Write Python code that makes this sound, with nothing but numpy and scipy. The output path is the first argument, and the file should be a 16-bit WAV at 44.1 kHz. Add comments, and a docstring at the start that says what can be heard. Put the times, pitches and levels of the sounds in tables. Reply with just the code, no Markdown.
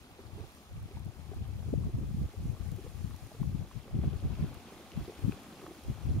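"""A rock basin in cold, open country, where a hot spring boils.
Steam pockets gurgle, splash and plop as they resonate in the water; small bubbles fizz at the surface
and spray ticks down nearby. The bare rock adds one close reflection. Gusts of wind shed eddies over
the two microphone ports, and their turbulent pressure rumbles in front of it all."""
import sys
import numpy as np
from scipy import signal
from scipy.io import wavfile
from scipy.ndimage import uniform_filter1d

SR = 44100
rng = np.random.default_rng(int(sys.argv[2]) if len(sys.argv) > 2 else 0)


def store_wav(level_fs):
    """Save 16-bit WAV to argv[1]."""
    pcm = np.round(np.clip(np.atleast_2d(level_fs), -1, 1) * 32767)
    wavfile.write(sys.argv[1], SR, pcm.T.astype(np.int16))


N = 273420

# Strength of the upwelling. Each row: time in seconds, level in dB.
CHURN_LEVEL = [(0.0, -62.5), (0.36, -62), (0.69, -64), (1.31, -63), (3.66, -63), (4.3, -59), (5.97, -59),
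               (6.2, -60.5)]
# Spectra of the large and the middling bubbles. Each row: frequency in Hz, relative density in dB.
GURGLE_SPECTRUM = [(25, -7), (60, -20.5), (150, -4), (240, 0), (340, -0.5), (520, -7), (750, -11),
                   (1100, -24)]
SPLASH_SPECTRUM = [(500, -15.5), (750, 4), (980, -2), (1250, 5.5), (1650, -9.5), (1950, -2), (2550, -5),
                   (3600, -6), (6000, -16)]
GURGLE_FOLLOWS = 1.04   # dB of gurgle per dB of churning

def churning():
    """Bubble resonance falls with size: large steam pockets gurgle, smaller ones splash higher up."""
    churn_db = in_time(CHURN_LEVEL)
    gurgle_db = GURGLE_FOLLOWS * (churn_db - churn_db.mean()) - 56
    gurgle = bubble_cloud(GURGLE_SPECTRUM, per_s=300, size_db=1.5, wash_db=1.5,
                          surge_db=1.14, patchy_db=-0.67, bands=11)
    splash = bubble_cloud(SPLASH_SPECTRUM, per_s=2000, size_db=3, wash_db=2,
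                          surge_db=0.87, patchy_db=1, bands=13)
    return from_db(gurgle_db) * gurgle + from_db(churn_db + 1) * splash


# The largest bubbles bursting. Each row: start in seconds, level in dB, pitch in Hz.
BURSTS = [(0.19, -42, 380), (0.378, -42, 418), (0.397, -40.5, 424), (0.437, -47, 404), (0.91, -47, 394),
          (0.969, -46.5, 855), (1.316, -39, 398), (1.333, -42, 702), (1.89, -40, 343), (2.338, -45.5, 410),
          (2.785, -37.5, 365), (2.842, -46, 418), (2.863, -43, 470), (3.107, -50, 1080), (3.143, -54, 910),
          (3.316, -45, 605), (3.347, -44, 438), (3.429, -45.5, 1030), (3.712, -48, 1020), (4.036, -44, 666),
          (4.132, -42, 380), (4.722, -48, 480), (4.918, -47, 2760), (5.078, -38, 360), (5.095, -39, 409),
          (5.322, -43.5, 2380), (5.325, -41.5, 387), (5.626, -42.5, 360), (5.639, -43.5, 344),
          (5.665, -41.5, 1200), (5.677, -38.5, 324), (5.709, -41.5, 350)]
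SPLATTER_DB, SPLATTER_HZ, SPLATTER_DB_PER_OCTAVE = -9, 400, 3   # higher bubbles splatter more

def plops(cycles, rise):
    """A burst cavity is a damped resonator whose pitch rises as it opens, while its torn film splatters."""
    out, t = np.zeros((2, N)), np.arange(SR // 10) / SR
    for s, level_db, hz in BURSTS:
        age = t * hz / cycles   # 1 after 60 dB of decay
        ring = np.sin(2 * np.pi * hz * t * (1 + rise * (np.minimum(age, 1) - .2)))
        noise = rng.standard_normal((2, len(t))) + 2 * rng.standard_normal(len(t))
        splatter = rms_one(band(noise, hz * 0.38, hz * 1.4))
        splatter *= from_db(SPLATTER_DB + SPLATTER_DB_PER_OCTAVE * np.log2(hz / SPLATTER_HZ))
        envelope = (1 - np.exp(-t * hz * 2)) * from_db(-60 * age)
        add(out, s, from_db(level_db) * envelope / envelope.max() * (ring + splatter))
    return out * panned(side_db=1)


# Strength of the surface fizz. 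Each row: time in seconds, level in dB.
FIZZ_LEVEL = [(0.04, -67), (0.05, -68), (0.53, -66.5), (0.85, -68), (3.14, -63), (3.93, -66.5), (4.88, -63),
              (5.59, -62), (6.12, -65)]
# Spectrum of the smallest bubbles. Each row: frequency in Hz, relative density in dB.
FIZZ_SPECTRUM = [(1500, 0.5), (3000, 2), (4000, 0), (7000, 1.5), (10000, -1.5), (13500, -2), (16000, -18)]

def fizz():
    """The smallest bubbles resonate highest, and their dense bursts merge into a hiss."""
    cloud = bubble_cloud(FIZZ_SPECTRUM, per_s=3000, size_db=4, wash_db=8.5,
                         surge_db=0.55, patchy_db=0.63, bands=9)
    return from_db(in_time(FIZZ_LEVEL) + 1.5) * cloud


# Likeness of the pool's two channels. Each row: frequency in Hz, coherence from 0 to 1.
POOL_COHERENCE = [(30, 0.24), (130, 1), (290, 0.98), (640, 0.93), (1400, 0.48), (3000, 0.37), (7000, 0.17),
                  (15000, 0.39)]
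# Balance of the pool. Each row: frequency in Hz, left over right in dB.
POOL_BALANCE = [(100, 0), (1000, 1.5), (3000, -0.8), (6000, 0), (14000, 0.5)]

def bubble_cloud(spectrum, per_s, size_db, wash_db, surge_db, patchy_db, bands):
    """Superposition: random bursts ring briefly in their own bands over a wash of countless smaller ones."""
    out, surge = 0, drift(5.7)
    for low, hz, high in bands_of(spectrum, bands):
        when, rarity, *signs = rng.random((N // 20, 4))[:int(per_s / bands * N / SR)].T
        sizes = from_db(size_db * np.minimum(-np.log(rarity), 4))
        clicks = np.zeros((2, N))
        clicks[:, (when * N).astype(int)] = sizes * (np.array(signs) - .5)
        wash = from_db(wash_db) * rng.standard_normal((2, N))
        mid, side = rms_one(band(rms_one(clicks) + wash, low, high))
        coherence = np.clip(at_hz(POOL_COHERENCE, hz), 0, .99)
        stereo = np.sqrt(1 + coherence) * mid + np.sqrt(1 - coherence) * side * [[1], [-1]]
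        density_db = at_hz(spectrum, hz) + surge_db * surge + patchy_db * drift(11.5)
        out = out + np.sqrt(high - low) * from_db(density_db) * panned(at_hz(POOL_BALANCE, hz)) * stereo
    return rms_one(out)


# The largest drops landing close by. Each row: start in seconds, peak level in dB.
LARGE_DROPS = [(0.549, -49), (1.048, -48), (2.717, -43.5), (2.763, -46), (3.102, -46), (3.163, -44),
               (3.270, -46), (4.544, -45), (5.434, -45.5), (5.837, -47)]
DROPS_PER_S, DROP_DB, DROP_SPREAD_DB = 5.4, -55.5, 7   # lesser drops, at random

def spray(t60_s):
    """A brief impact has a broad spectrum: each drop lands with a tiny bright snap."""
    out, t = np.zeros((2, N)), np.arange(SR // 100) / SR
    when, size = rng.random((200, 2))[:int(DROPS_PER_S * N / SR)].T
    lesser = zip(when * N / SR, DROP_DB + DROP_SPREAD_DB * (2 * size - 1))
    for s, peak_db in [*LARGE_DROPS, *lesser]:
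        noise = rng.standard_normal(len(t)) + 0.58 * rng.standard_normal((2, len(t)))
        snap = band(noise * from_db(-60 * t / t60_s), 4500, 15000, order=1)
        add(out, s, from_db(peak_db) * snap / np.abs(snap.mean(axis=0)).max())
    return out * panned(side_db=3)


# The water wells up a little to the left. Each row: time in seconds, right channel's lag in seconds.
RIGHT_LAG = [(0, 0.00018), (2.2, 0.000086), (6.2, 0.000016)]

def from_the_left(x):
    """Path difference: sound from the left reaches the right channel later."""
    return np.array([x[0], delayed(x[1], in_time(RIGHT_LAG))])


def rock_echo(x, delay_s, gain):
    """Comb filtering: one close reflection off the bare crust ripples the spectrum of the hiss."""
    return x + gain * np.array([delayed(channel, delay_s) for channel in x])


# Gusts at the ports. Each row: start in seconds, hold in seconds, level in dB, left over right in dB.
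PORT_GUSTS = [(0.261, .11, -47.5, 15), (0.358, 0.073, -42.5, -14), (0.722, 0.13, -40, 0),
              (0.956, 0.064, -40, 0.5), (1.044, 0.043, -40.5, 16), (1.183, 0.13, -42.5, 14),
              (1.369, 0.054, -34, 1), (1.452, 0.22, -39, 10), (1.67, 0.21, -33, 3.5),
              (1.938, 0.32, -33, 1.5), (2.384, 0.15, -36.5, 5), (2.611, .15, -36, 9),
              (2.83, 0.085, -44.5, 11), (2.951, .16, -38.5, 10), (3.136, 0.021, -41, 13),
              (3.226, 0.026, -42.5, 7), (3.401, 0.22, -36.5, 5), (3.765, 0.014, -39, 32),
              (3.94, 0.15, -30.5, 3), (4.102, 0.077, -37, 8), (4.208, 0.14, -39.5, 7),
              (4.253, 0.016, -29, -1), (4.394, 0.048, -30.5, 1), (4.472, 0.088, -44, 8),
              (4.971, 0.047, -34.5, -0.5), (5.241, 0.048, -31.5, 8), (5.892, 0.022, -31.5, 5.5),
              (5.96, .1, -42, 21), (6.066, 0.12, -30, -0.5)]
GUST_ATTACK_S, GUST_RELEASE_S = 0.015, 0.022   # time constants before and after the hold
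FLUTTER_DB, FLUTTER_HZ = 1.5, 19.6   # buffeting within a gust
BREEZE_DB, WAKE_DB, WAKE_S = -61.5, -14, 0.14   # air between gusts; stirred air around each

def gust_pressure():
    """Incoherent powers add: gusts, their wakes and the breeze set the pressure envelope at each port."""
    t, power = np.arange(N) / SR, 0
    for s, hold_s, level_db, side_db in PORT_GUSTS:
        fade = np.maximum(s - t, 0) / GUST_ATTACK_S + np.maximum(t - s - hold_s, 0) / GUST_RELEASE_S
        power = power + (from_db(level_db) * panned(side_db)) ** 2 * np.exp(-2 * np.minimum(fade, 20))
    wake = from_db(WAKE_DB) ** 2 * uniform_filter1d(power, size=int(WAKE_S * SR), axis=1)
    return np.sqrt(power + wake + from_db(BREEZE_DB) ** 2) * from_db(FLUTTER_DB * drift(FLUTTER_HZ))


# Spectrum of the turbulence. Each row: frequency in Hz, relative density in dB.
WIND_SPECTRUM = [(20, -35), (35, -9), (52, 6), (95, 7.5), (150, -2), (240, -12), (320, -17), (480, -35),
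                 (800, -40)]

def wind(shared, lumpy_db, brighten, deepen, gain_db):
    """Turbulence: a fast gust sheds small, higher eddies; a lasting one builds large, deep ones."""
    pressure, rumble = gust_pressure(), 0
    gust_db = 10 * np.log10(np.mean(pressure ** 2, axis=0))
    force_db = np.minimum(gust_db - np.percentile(gust_db, 80), 1)
    lasting_db = uniform_filter1d(gust_db, size=SR // 2) - gust_db
    for low, hz, high in bands_of(WIND_SPECTRUM, count=11):
        swirl = rms_one(band(rng.standard_normal((2, N)) + shared * rng.standard_normal(N), low, high))
        octaves = np.log2(hz / 110)
        tilt_db = brighten * force_db * max(octaves, 0) + deepen * lasting_db * np.clip(-octaves, 0, 1)
        rumble = rumble + swirl * np.sqrt(high - low) * from_db(at_hz(WIND_SPECTRUM, hz) + tilt_db)
    power = uniform_filter1d(uniform_filter1d(rumble ** 2, size=1300, axis=1), size=700, axis=1)
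    steady = rumble / np.sqrt(power + 1e-20)   # levelled, so that the gusts set the strength
    lumps = from_db(lumpy_db * np.array([drift(47), drift(28)]))
    return steady * lumps * pressure * from_db(gain_db)


# The strongest eddies. Each row: centre in seconds, level in dB, pitch in Hz, left over right in dB.
VORTICES = [(1.069, -26.5, 137, 7), (1.733, -20, 223, 8), (1.739, -21, 417, 6), (1.779, -21, 125, 17),
            (2.147, -23, 153, -5), (2.501, -22, 102, 33), (3.047, -25, 135, 8), (3.418, -22, 160, 18),
            (3.477, -21.5, 115, 24), (3.55, -22, 153, 27), (4.428, -20.5, 148, -1), (4.978, -24, 159, 18),
            (5.283, -17.5, 177, 18), (5.295, -20.5, 230, 11)]

def eddies(width_cycles):
    """A passing vortex swings the pressure to and fro, a quarter cycle apart at the two ports."""
    out, t = np.zeros((2, N)), np.arange(-SR // 40, SR // 40) / SR
    for s, level_db, hz, side_db in VORTICES:
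        phase = rng.uniform(0, 2 * np.pi) + np.array([[np.pi / 2], [0]])
        swing = np.cos(2 * np.pi * hz * t + phase) * np.exp(-(t * hz / width_cycles) ** 2)
        add(out, s + t[0], from_db(level_db) * swing * panned(side_db))
    return out


def from_db(db):
    return 10 ** (np.asarray(db) / 20)


def rms_one(x):
    return x / np.sqrt(np.mean(x ** 2) + 1e-20)


def in_time(curve):
    """Linear interpolation of a curve at every sample."""
    return np.interp(np.arange(N) / SR, *np.transpose(curve))


def at_hz(spectrum, hz):
    """Interpolation on a log-frequency axis."""
    frequencies, values = np.transpose(spectrum)
    return np.interp(np.log(hz), np.log(frequencies), values)


def panned(side_db):
    """Left and right gains of constant total power."""
    gains = from_db(np.array([[.5], [-.5]]) * side_db)
    return gains / np.sqrt(np.mean(gains ** 2, axis=0))


def drift(hz):
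    """Low-passed noise: a slow random fluctuation of unit RMS."""
    pole = np.exp(-80 * np.pi * hz / SR)   # one step per 40 samples
    slow = signal.lfilter([1], [1, -2 * pole, pole * pole], rng.standard_normal(N // 40 + 2002))[2000:]
    return np.interp(np.arange(N) / 40, np.arange(len(slow)), rms_one(slow))


def band(x, low_hz, high_hz, order=2):
    """Butterworth band-pass."""
    sos = signal.butter(order, [low_hz, min(high_hz, .45 * SR)], "band", fs=SR, output="sos")
    return signal.sosfilt(sos, x + 1e-18)


def bands_of(spectrum, count):
    """Low edge, centre and high edge of constant-Q bands across a spectrum."""
    edges = np.geomspace(spectrum[0][0], spectrum[-1][0], count + 1)
    return zip(edges, np.sqrt(edges[:-1] * edges[1:]), edges[1:])


def add(out, s, sound):
    """Superpose a short sound at s seconds."""
    start = int(np.clip(round(s * SR), 0, N - 1))
    out[..., start:start + sound.shape[-1]] += sound[..., :N - start]


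def delayed(x, delay_s):
    """Fractional delay by interpolation."""
    n = np.arange(N)
    return np.interp(n - delay_s * SR, n, x, left=0)


def scene():
    """Pressures add: the pool a few steps away, the wind right on the microphone."""
    boil, hiss = churning(), fizz()
    pool = from_the_left(boil + plops(cycles=20.7, rise=0.19)) + hiss + spray(t60_s=.006)
    gusts = wind(shared=0.25, lumpy_db=3, brighten=0.98, deepen=0.33, gain_db=-0.5)
    return rock_echo(pool, delay_s=.00119, gain=.13) + gusts + eddies(width_cycles=0.58)


NOTCH_HZ, NOTCH_WIDTH_HZ, CUTOFF_HZ = 7940, 390, 15650

def record(dry):
    """Frequency response of the microphone: a narrow treble notch, then a steep low-pass."""
    notched = signal.lfilter(*signal.iirnotch(NOTCH_HZ, NOTCH_HZ / NOTCH_WIDTH_HZ, fs=SR), dry)
    return signal.sosfilt(signal.ellip(10, .2, 80, CUTOFF_HZ, fs=SR, output="sos"), notched)


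dry = scene()
out = record(dry)
store_wav(out)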